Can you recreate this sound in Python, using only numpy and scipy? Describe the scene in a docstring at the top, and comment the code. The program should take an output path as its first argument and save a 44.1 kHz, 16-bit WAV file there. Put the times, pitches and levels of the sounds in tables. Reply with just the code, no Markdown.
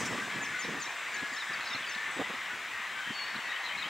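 """A distant bird colony in bare woodland: whistled calls blur into a wash around 2 kHz, a few nearer ones stand out.
The wash is shaped noise under a crowd of random gliding tones; the nearer calls are placed one by one.
Songbirds chirp, trill and hold one long whistle, all bending pure tones with an echo among the trunks.
Light wind puffs, as bursts of low noise, on the microphone of a slowly turning camera
that hisses (band-shaped noise) and whines faintly (a cluster of high sine tones)."""
import sys
import numpy as np
from scipy import signal
from scipy.fft import rfft, irfft, next_fast_len
from scipy.io import wavfile
from scipy.ndimage import uniform_filter1d, map_coordinates

SR = 44100
rng = np.random.default_rng(int(sys.argv[2]) if len(sys.argv) > 2 else 0)


def store_wav(level_fs):
    """Save 16-bit WAV to argv[1]."""
    pcm = np.round(np.clip(np.atleast_2d(level_fs), -1, 1) * 32767)
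    wavfile.write(sys.argv[1], SR, pcm.T.astype(np.int16))


N = 171549

# Colour of the far colony and leaves: (frequency [Hz], relative density [dB per Hz])
WASH_SPECTRUM = [(180, -71), (300, -20.5), (498, -16.5), (850, -8.5), (1200, -3.5), (1370, -5.5),
                 (1940, -0.5), (2950, -9), (3770, -12), (4420, -19.5), (7870, -20.5), (9500, -34.5),
                 (12500, -44)]
# Loudness of the wash, also followed by the crowd: (time [s], level [dB])
WASH_LEVEL = [(0, -37), (.5, -39), (1.7, -38), (2.7, -39), (3.4, -38.5), (3.89, -38.5)]
# Swell of the wash's treble, used relative to its own mean: (time [s], level [dB])
TREBLE_SWELL = [(0, -49), (.045, -53.5), (.06, -46.5), (.085, -55), (.4, -60), (1.97, -62), (3.89, -63.5)]
# Stereo width of the wash: (frequency [Hz], left-right likeness [0-1])
WASH_ALIKE = [(300, 0.97), (640, 0.91), (1410, 0.99), (3100, 1), (5000, 0.9), (7500, 0.65), (10000, 1)]
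# Stereo lean of the wash: (frequency [Hz], left over right [dB])
WASH_LEAN = [(200, -5), (700, -3.5), (1290, 0.5), (2380, 3), (4400, 0.4), (8120, 1.5)]
# Nearer colony whistles, level before flutter and echo:
# (time [s], length [s], first pitch [Hz], middle pitch [Hz], last pitch [Hz], level [dB])
WHISTLES = [(.28, .28, 1690, 1710, 1730, -45), (.53, .08, 1480, 1490, 1490, -43),
            (.52, .14, 2050, 2080, 2160, -46), (.16, .08, 1150, 1165, 1170, -47),
            (.86, .1, 2370, 2400, 2420, -48), (.62, .2, 1710, 1760, 1800, -48),
            (1.14, .14, 1680, 1675, 1690, -42), (1.28, .16, 1700, 1725, 1790, -43),
            (1.48, .1, 1790, 1760, 1730, -43), (1.7, .08, 2000, 2015, 2000, -45),
            (1.87, .25, 1740, 1765, 1765, -44.5), (2.12, .2, 1770, 1930, 2150, -47),
            (2.7, .19, 1860, 1900, 1990, -45), (2.94, .09, 1570, 1540, 1510, -43),
            (3.04, .09, 1860, 1875, 1885, -45), (3.41, .31, 2010, 1880, 1890, -43),
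            (3.705, .065, 2110, 2160, 2220, -43), (3.785, .075, 2440, 2500, 2680, -45),
            (3.71, .08, 2440, 2460, 2470, -46), (3.0, .15, 3100, 3110, 3120, -51)]
# Songbird notes, level before flutter and echo:
# (time [s], length [s], first pitch [Hz], middle pitch [Hz], last pitch [Hz], level [dB])
CHIRPS = [(.338, 0.055, 4050, 4050, 4010, -53.5), (.408, 0.063, 7760, 6350, 4930, -48),
          (.585, 0.045, 7300, 6700, 5300, -45), (.622, .022, 5300, 5150, 5800, -47),
          (.596, .012, 4650, 4500, 4500, -49), (.635, 0.029, 3400, 3950, 4600, -47),
          (.798, 0.051, 7770, 6720, 5200, -44.5), (.85, 0.02, 5540, 5480, 5770, -47),
          (.795, 0.041, 5130, 4660, 3930, -51), (.852, 0.03, 3600, 3800, 4260, -45),
          (.872, .012, 4100, 3800, 3300, -54), (1.125, 0.056, 7600, 6540, 5130, -50.5),
          (1.122, .047, 5100, 4560, 3700, -54), (1.175, 0.03, 3500, 4070, 4000, -46),
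          (1.315, 0.057, 7600, 7000, 5500, -52), (1.362, 0.02, 5400, 5320, 5330, -48),
          (1.305, 0.057, 5060, 4800, 3980, -55), (1.365, 0.029, 3650, 3850, 4540, -45.5),
          (1.392, 0.043, 4320, 3760, 3480, -45), (1.495, 0.02, 3900, 3850, 4030, -49),
          (1.53, 0.0236, 5600, 4670, 4450, -46.5), (1.647, 0.056, 5170, 4980, 4280, -49),
          (1.688, .031, 6470, 5650, 5000, -49), (1.727, .016, 5030, 5250, 5650, -47),
          (1.695, 0.059, 3980, 3710, 3420, -41), (1.746, 0.012, 4100, 4150, 4220, -37),
          (1.819, .038, 3790, 3200, 2800, -44.5), (1.854, 0.056, 4480, 4780, 3900, -50),
          (1.887, 0.041, 6650, 6000, 5000, -49), (1.921, .016, 5100, 5200, 5420, -49),
          (1.9, 0.024, 2550, 2760, 2980, -44), (1.926, 0.033, 3440, 3700, 4650, -45),
          (1.968, 0.024, 3400, 3480, 3560, -48), (2.1, 0.093, 8000, 7800, 8200, -56.5),
          (3.392, 0.035, 2800, 3010, 3250, -47), (3.533, 0.043, 3100, 2940, 3420, -42.5),
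          (3.685, 0.05, 3340, 3010, 3440, -43), (3.682, .01, 3950, 3780, 3550, -44),
          (3.822, .012, 3970, 3750, 3450, -37), (3.835, 0.039, 3140, 3080, 3500, -42)]
# Trills of quick flicks, level before rounding, flutter and echo:
# (time [s], length [s], flick rate [1/s], centre pitch [Hz], upward sweep [Hz], level [dB])
TRILLS = [(1.604, .1, 62, 4100, 1000, -45), (3.348, .025, 93, 4000, 700, -46),
          (3.482, .066, 93, 3800, -500, -45), (3.638, .05, 90, 4020, -550, -43),
          (3.774, .05, 92, 4030, 450, -41.5)]
# First singer at the two ports: (frequency [Hz], left over right [dB], left leads by [rad])
OFF_AXIS = [(4300, -1, 0.094), (5200, 1, 1.07), (7500, 6.5, 1.6)]
# One long whistle, level before flutter and echoes: (time [s], pitch [Hz], level [dB])
LONG_WHISTLE = [(3.105, 4640, -70), (3.135, 4500, -58), (3.16, 4450, -44.5), (3.192, 4454, -41.5),
                (3.226, 4350, -43.5), (3.252, 4470, -45), (3.265, 4360, -68)]
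# Wind puffs: (time [s], peak of the gain envelope [dB], bright over deep [dB])
PUFFS = [(0.015, -39, 5), (0.036, -40, -2), (.062, -43, -6), (0.13, -44, 10), (.151, -40, 10),
         (0.186, -44, 0), (.281, -44.5, 15), (0.361, -43, -14), (.39, -46, -4), (0.43, -39, 5),
         (.652, -43, 3), (.689, -40, -3), (0.749, -42.5, 26), (0.779, -46, 13), (.872, -52, 0),
         (1.232, -40.5, -6.5), (1.327, -49.5, -16), (1.507, -46, -3), (1.592, -54, -8), (1.708, -53, -11),
         (1.756, -43, -3), (1.809, -56, -4), (1.965, -48.5, 5), (2.085, -53, 6), (2.172, -39, 1),
         (2.198, -31.5, 2), (2.217, -32.5, 15), (2.305, -39.5, 7), (2.343, -44.5, 4), (2.54, -55.5, -8),
         (2.8, -52, 4), (3.075, -52, -13), (3.108, -39.5, -9), (3.359, -45, -8), (3.386, -49, -5),
         (3.865, -50, -13)]
# Stereo width of the wind: (frequency [Hz], left-right likeness [0-1])
WIND_ALIKE = [(25, .1), (60, .55), (130, 0.9), (300, .96)]
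# Colours of the deep and the bright wind: (frequency [Hz], relative density [dB per Hz])
DEEP = [(25, -45), (60, -23), (110, -7.5), (200, 2), (300, -2), (500, -12), (1000, -70)]
BRIGHT = [(60, -30), (200, -8), (300, -4.5), (450, -1.5), (700, -6.5), (1200, -7.5), (2500, -46)]
# Breeze under the puffs, before its random lumps: (time [s], gain [dB])
BREEZE = [(0, -49), (.45, -51.5), (.55, -56.5), (.7, -54), (.95, -64.5), (2.5, -63), (3.3, -66.5),
          (3.89, -61.5)]
# Rumble, nearly unrelated in the two ports: (frequency [Hz], relative density [dB per Hz])
RUMBLE = [(15, -20), (30, -16), (60, -1), (110, 7), (200, -9), (400, -60)]
# Colour of the recorder's hiss: (frequency [Hz], relative density [dB per Hz])
HISS = [(5290, -21), (9000, -1), (11000, -2), (15100, -4), (15800, -4)]
# Tones of the electrical whine: (frequency [Hz], level [dB])
WHINE = [(15574, -86), (15628, -83), (15676, -87)]

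TREBLE_HZ = 4900  # where the wash's treble begins
CROWD_DB, CROWD_HZ, CROWD_S = -7.5, 1943.5, 0.1101  # level over the wash, median pitch, median length
CROWD_SPREAD, CROWD_SCATTER_DB = .18, 3.5  # random spread of log pitch and of level
CROWD_RISE, CROWD_GLIDE = .025, .025  # common and random pitch bend, shares of the pitch
EDGE, WAVER = .22, .004  # share of a note that fades at each end; unsteadiness as a share of pitch
FLUTTER_DB = 2.4  # random flutter of note level
FLICK = .95  # length of a flick over its period
WHISTLE_LEAN_DB, FAR_SINGER_LEAN_DB = 4, 4  # left over right
CHANGE_S = 2.6  # a second singer takes over
WOOD_S = 0.53  # echo among trunks: time to fall 60 dB
CROWD_WET_DB, NEAR_WET_DB, SONG_WET_DB = -4.5, -8, -7  # that echo, for crowd, nearer whistles and songbirds
SLAP_S, SLAP_DB, SLAP_STEP_DB = .122, -14, 0.5  # wood's-edge echo: delay, level, rise on the second return
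PUFF_S = 0.0062  # Gaussian half width (sigma)
BREEZE_LUMPS_DB, BREEZE_BRIGHT_DB = 3.5, -4  # random lumps; bright part against deep part
RUMBLE_DB, WIND_LEAN_DB = -70, -1.7  # rumble level; wind's left over right
HISS_DB = -63.5
WHINE_DRIFT = 1.8  # scale of the slow phase wander, radians
TURN_DB_PER_S = 0.18  # the scene drifts left as the camera turns
TOP_HZ = 15790  # the camera's band limit


def colony():
    """The whole colony: far wash, overlapping crowd and nearer whistles echoing among the trunks."""
    level = amp(curve(WASH_LEVEL))
    near = wood(sung(WHISTLES), WHISTLE_LEAN_DB, NEAR_WET_DB)
    return far_wash(level) + crowd(level) + near


def far_wash(level):
    """Voices and leaves too far to tell apart: shaped noise whose treble swells on its own."""
    wash = rush([(100, -120)] + WASH_SPECTRUM, WASH_ALIKE, patchy_db=1.43)
    treble = filtered(wash, lambda hz: 1 / (1 + (TREBLE_HZ / (hz + 1)) ** 8))
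    body = wash - treble
    swell = curve(TREBLE_SWELL)
    treble_gain = level.mean() * amp(swell - swell.mean())
    return filtered(level * body + treble_gain * treble, lambda hz: sides(along(WASH_LEAN, hz)))


def crowd(level, count=360):
    """Random whistles, scattered in pitch, length, bend and level, overlapping in the echoing wood."""
    when = rng.uniform(0, N / SR, count)
    pitch, length, bend, arch, loudness = rng.standard_normal((count, 5)).T
    hz = CROWD_HZ * np.exp(CROWD_SPREAD * pitch)
    rise = CROWD_RISE + CROWD_GLIDE * bend
    middle = hz * (1 + CROWD_GLIDE * arch / 2)
    calls = zip(when, CROWD_S * np.exp(length / 4), hz * (1 - rise), middle, hz * (1 + rise),
                CROWD_SCATTER_DB * loudness)
    return level * amp(CROWD_DB) * unit(wood(sung(calls), WHISTLE_LEAN_DB, CROWD_WET_DB))


def songbirds():
    """Two singers in turn; the first reaches the ports off axis, with level and phase differences."""
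    notes = sung(CHIRPS + flicks())
    late = np.arange(N) > CHANGE_S * SR
    f, lean_db, lead = np.transpose(OFF_AXIS)

    def ports(hz):
        phase = .5j * np.outer([1, -1], np.interp(hz, f, lead))
        return sides(np.interp(hz, f, lean_db)) * np.exp(phase)

    first = filtered(wood(notes * ~late, 0, SONG_WET_DB), ports)
    second = wood(notes * late + long_whistle(), FAR_SINGER_LEAN_DB, SONG_WET_DB)
    return first + second


def flicks():
    """Each trill as a row of short gliding notes, loudest in the middle of the row."""
    notes = []
    for s, length, rate, hz, sweep, db in TRILLS:
        for k in range(int(length * rate)):
            arch = np.sin(np.pi * (k + 1) / (length * rate + 1))
            notes.append((s + k / rate, FLICK / rate, hz - sweep / 2, hz, hz + sweep / 2,
                          db + 4 * np.log(arch + 0.0011)))
    return notes


def long_whistle():
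    """A held, dipping sine whistle that comes back twice off the wood's edge."""
    s, hz, db = np.transpose(LONG_WHISTLE)
    t = np.arange(N) / SR
    phase = 2 * np.pi * np.cumsum(np.interp(t, s, hz)) / SR
    tone = amp(np.interp(t, s, db, -120, -120)) * 2 ** .5 * np.sin(phase)
    back = sum(amp(SLAP_DB + SLAP_STEP_DB * k) * np.roll(tone, round(SLAP_S * (k + 1) * SR))
               for k in range(2))
    return (tone + back) * amp(FLUTTER_DB / 2 * wobble(60))


def sung(notes):
    """Pure notes whose pitch bends through three values, with unsteady level and pitch."""
    out = np.zeros(N + 2 * SR)
    flutter = amp(FLUTTER_DB * wobble(130))
    waver = 1 + WAVER * wobble(80)
    for s, length, first, mid, last, db in notes:
        i = round(s * SR)
        u = np.linspace(0, 1, max(round(length * SR), 2))
        # parabola through the first, middle and last pitch
        hz = first * (1 - u) * (1 - 2 * u) + 4 * mid * u * (1 - u) + last * u * (2 * u - 1)
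        hz = hz * np.resize(waver[i:], len(u))
        tone = np.sin(2 * np.pi * np.cumsum(hz) / SR)
        out[i:i + len(u)] += amp(db) * 2 ** .5 * fade(u) * tone
    return out[:N] * flutter


def fade(u):
    """Soft rise, hold and fall over u from 0 to 1."""
    return np.sin(np.pi / 2 * np.clip(np.minimum(u, 1 - u) / EDGE, 0, 1)) ** 2


def wood(x, lean_db, wet_db):
    """The direct sound and its scattered echo among trunks: decaying noise, partly shared by both sides."""
    t = np.arange(SR // 2) / SR
    noise = rng.standard_normal((3, len(t))) * amp(-60 * t / WOOD_S)
    shared = noise[0]
    tail = (shared + 0.39 * noise[1:]) / np.linalg.norm(shared)
    echo = signal.fftconvolve(x[None], tail, axes=1)[:, :N]
    return sides(lean_db)[:, None] * (x + amp(wet_db) * echo)


def wind():
    """Turbulence on the microphone: lumpy low breeze, short deep or bright puffs, and a rumble."""
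    t = np.arange(N) / SR
    s, db, bright_db = np.transpose(PUFFS)
    shape = np.exp(-((t - s[:, None]) / PUFF_S) ** 2 / 2)
    deep_share = 1 / (1 + amp(2 * bright_db))  # shares of each puff's power
    bright_share = 1 / (1 + amp(-2 * bright_db))
    breeze = amp(curve(BREEZE) + BREEZE_LUMPS_DB * wobble(17))
    deep_gain = (amp(db) * np.sqrt(deep_share)) @ shape + breeze
    bright_gain = (amp(db) * np.sqrt(bright_share)) @ shape + amp(BREEZE_BRIGHT_DB) * breeze
    deep = deep_gain * even(rush(DEEP, WIND_ALIKE, patchy_db=-1.5))
    bright = bright_gain * even(rush(BRIGHT, WIND_ALIKE, patchy_db=1.0))
    rumble = amp(RUMBLE_DB) * rush(RUMBLE, [(50, -0.16)], patchy_db=-2.5)
    return sides(WIND_LEAN_DB)[:, None] * (deep + bright) + rumble


def hiss():
    """The recorder's own steady high noise, nearly the same on both sides."""
    return amp(HISS_DB) * rush([(5000, -40)] + HISS, [(9000, .97), (13000, .989)], patchy_db=.6)


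def whine():
    """A faint electrical tone with side tones, all sharing one slow phase wander."""
    t = np.arange(N) / SR
    drift = WHINE_DRIFT * wobble(8)
    return sum(amp(db) * 2 ** .5 * np.sin(2 * np.pi * hz * t + drift) for hz, db in WHINE)


def rush(spectrum, alike, patchy_db):
    """Stereo noise of rms 1 with patches of random gain in time and frequency."""
    z = signal.stft(rng.standard_normal((2, N)), nperseg=512)[2]
    field = uniform_filter1d(rng.standard_normal(z.shape[1:]), size=4, axis=0)  # across frequency
    field = uniform_filter1d(field, size=12, axis=1)  # across time
    pair = signal.istft(z * amp(patchy_db * unit(field)), nperseg=512)[1][:, :N]

    def mid_side(hz):
        # this split of mid and side gives the wanted left-right likeness
        angle = np.arccos(np.clip(along(alike, hz), -1, 1)) / 2
        return amp(along(spectrum, hz)) * np.array([np.cos(angle), np.sin(angle)])

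    mid, side = filtered(pair, mid_side)
    return unit(np.array([mid + side, mid - side]))


def even(x):
    """x with its short-term level partly evened out."""
    power = np.abs(uniform_filter1d(np.mean(x ** 2, 0), size=700))
    return x / np.sqrt(power + .08)


def amp(db):
    """Decibels to a gain factor."""
    return 10 ** (np.asarray(db) / 20)


def unit(x):
    """x scaled to rms 1."""
    return x / np.sqrt(np.mean(x ** 2) + 1e-20)


def along(points, hz):
    """Values between (frequency [Hz], value) points on a log axis."""
    f, v = np.transpose(points)
    return np.interp(np.log(hz + 1), np.log(f + 1), v)


def curve(rows):
    """(time [s], value) points drawn out to one value per sample."""
    return np.interp(np.arange(N) / SR, *np.transpose(rows))


def wobble(rate):
    """A smooth random curve, rate knots a second."""
    knots = rng.standard_normal(int(N * rate / SR) + 4)
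    return map_coordinates(knots, [np.arange(N) * rate / SR])


def filtered(x, response):
    """x times a response of frequency."""
    m = next_fast_len(N + SR // 2)
    return irfft(rfft(x, m) * response(np.fft.rfftfreq(m, 1 / SR)), m)[..., :N]


def sides(db):
    """Left and right gains for a lean of left over right in dB."""
    return np.array([amp(db / 2), amp(-db / 2)])


def scene():
    """Birds drifting left as the camera turns, over wind, hiss and whine that stay in place."""
    birds = colony() + songbirds()
    turn = sides(TURN_DB_PER_S * (np.arange(N) - N / 2) / SR)
    return birds * turn + wind() + whine() + hiss()


def record(dry):
    """The camera keeps nothing above its band limit."""
    return filtered(dry, lambda hz: hz < TOP_HZ)


dry = scene()
out = record(dry)
store_wav(out)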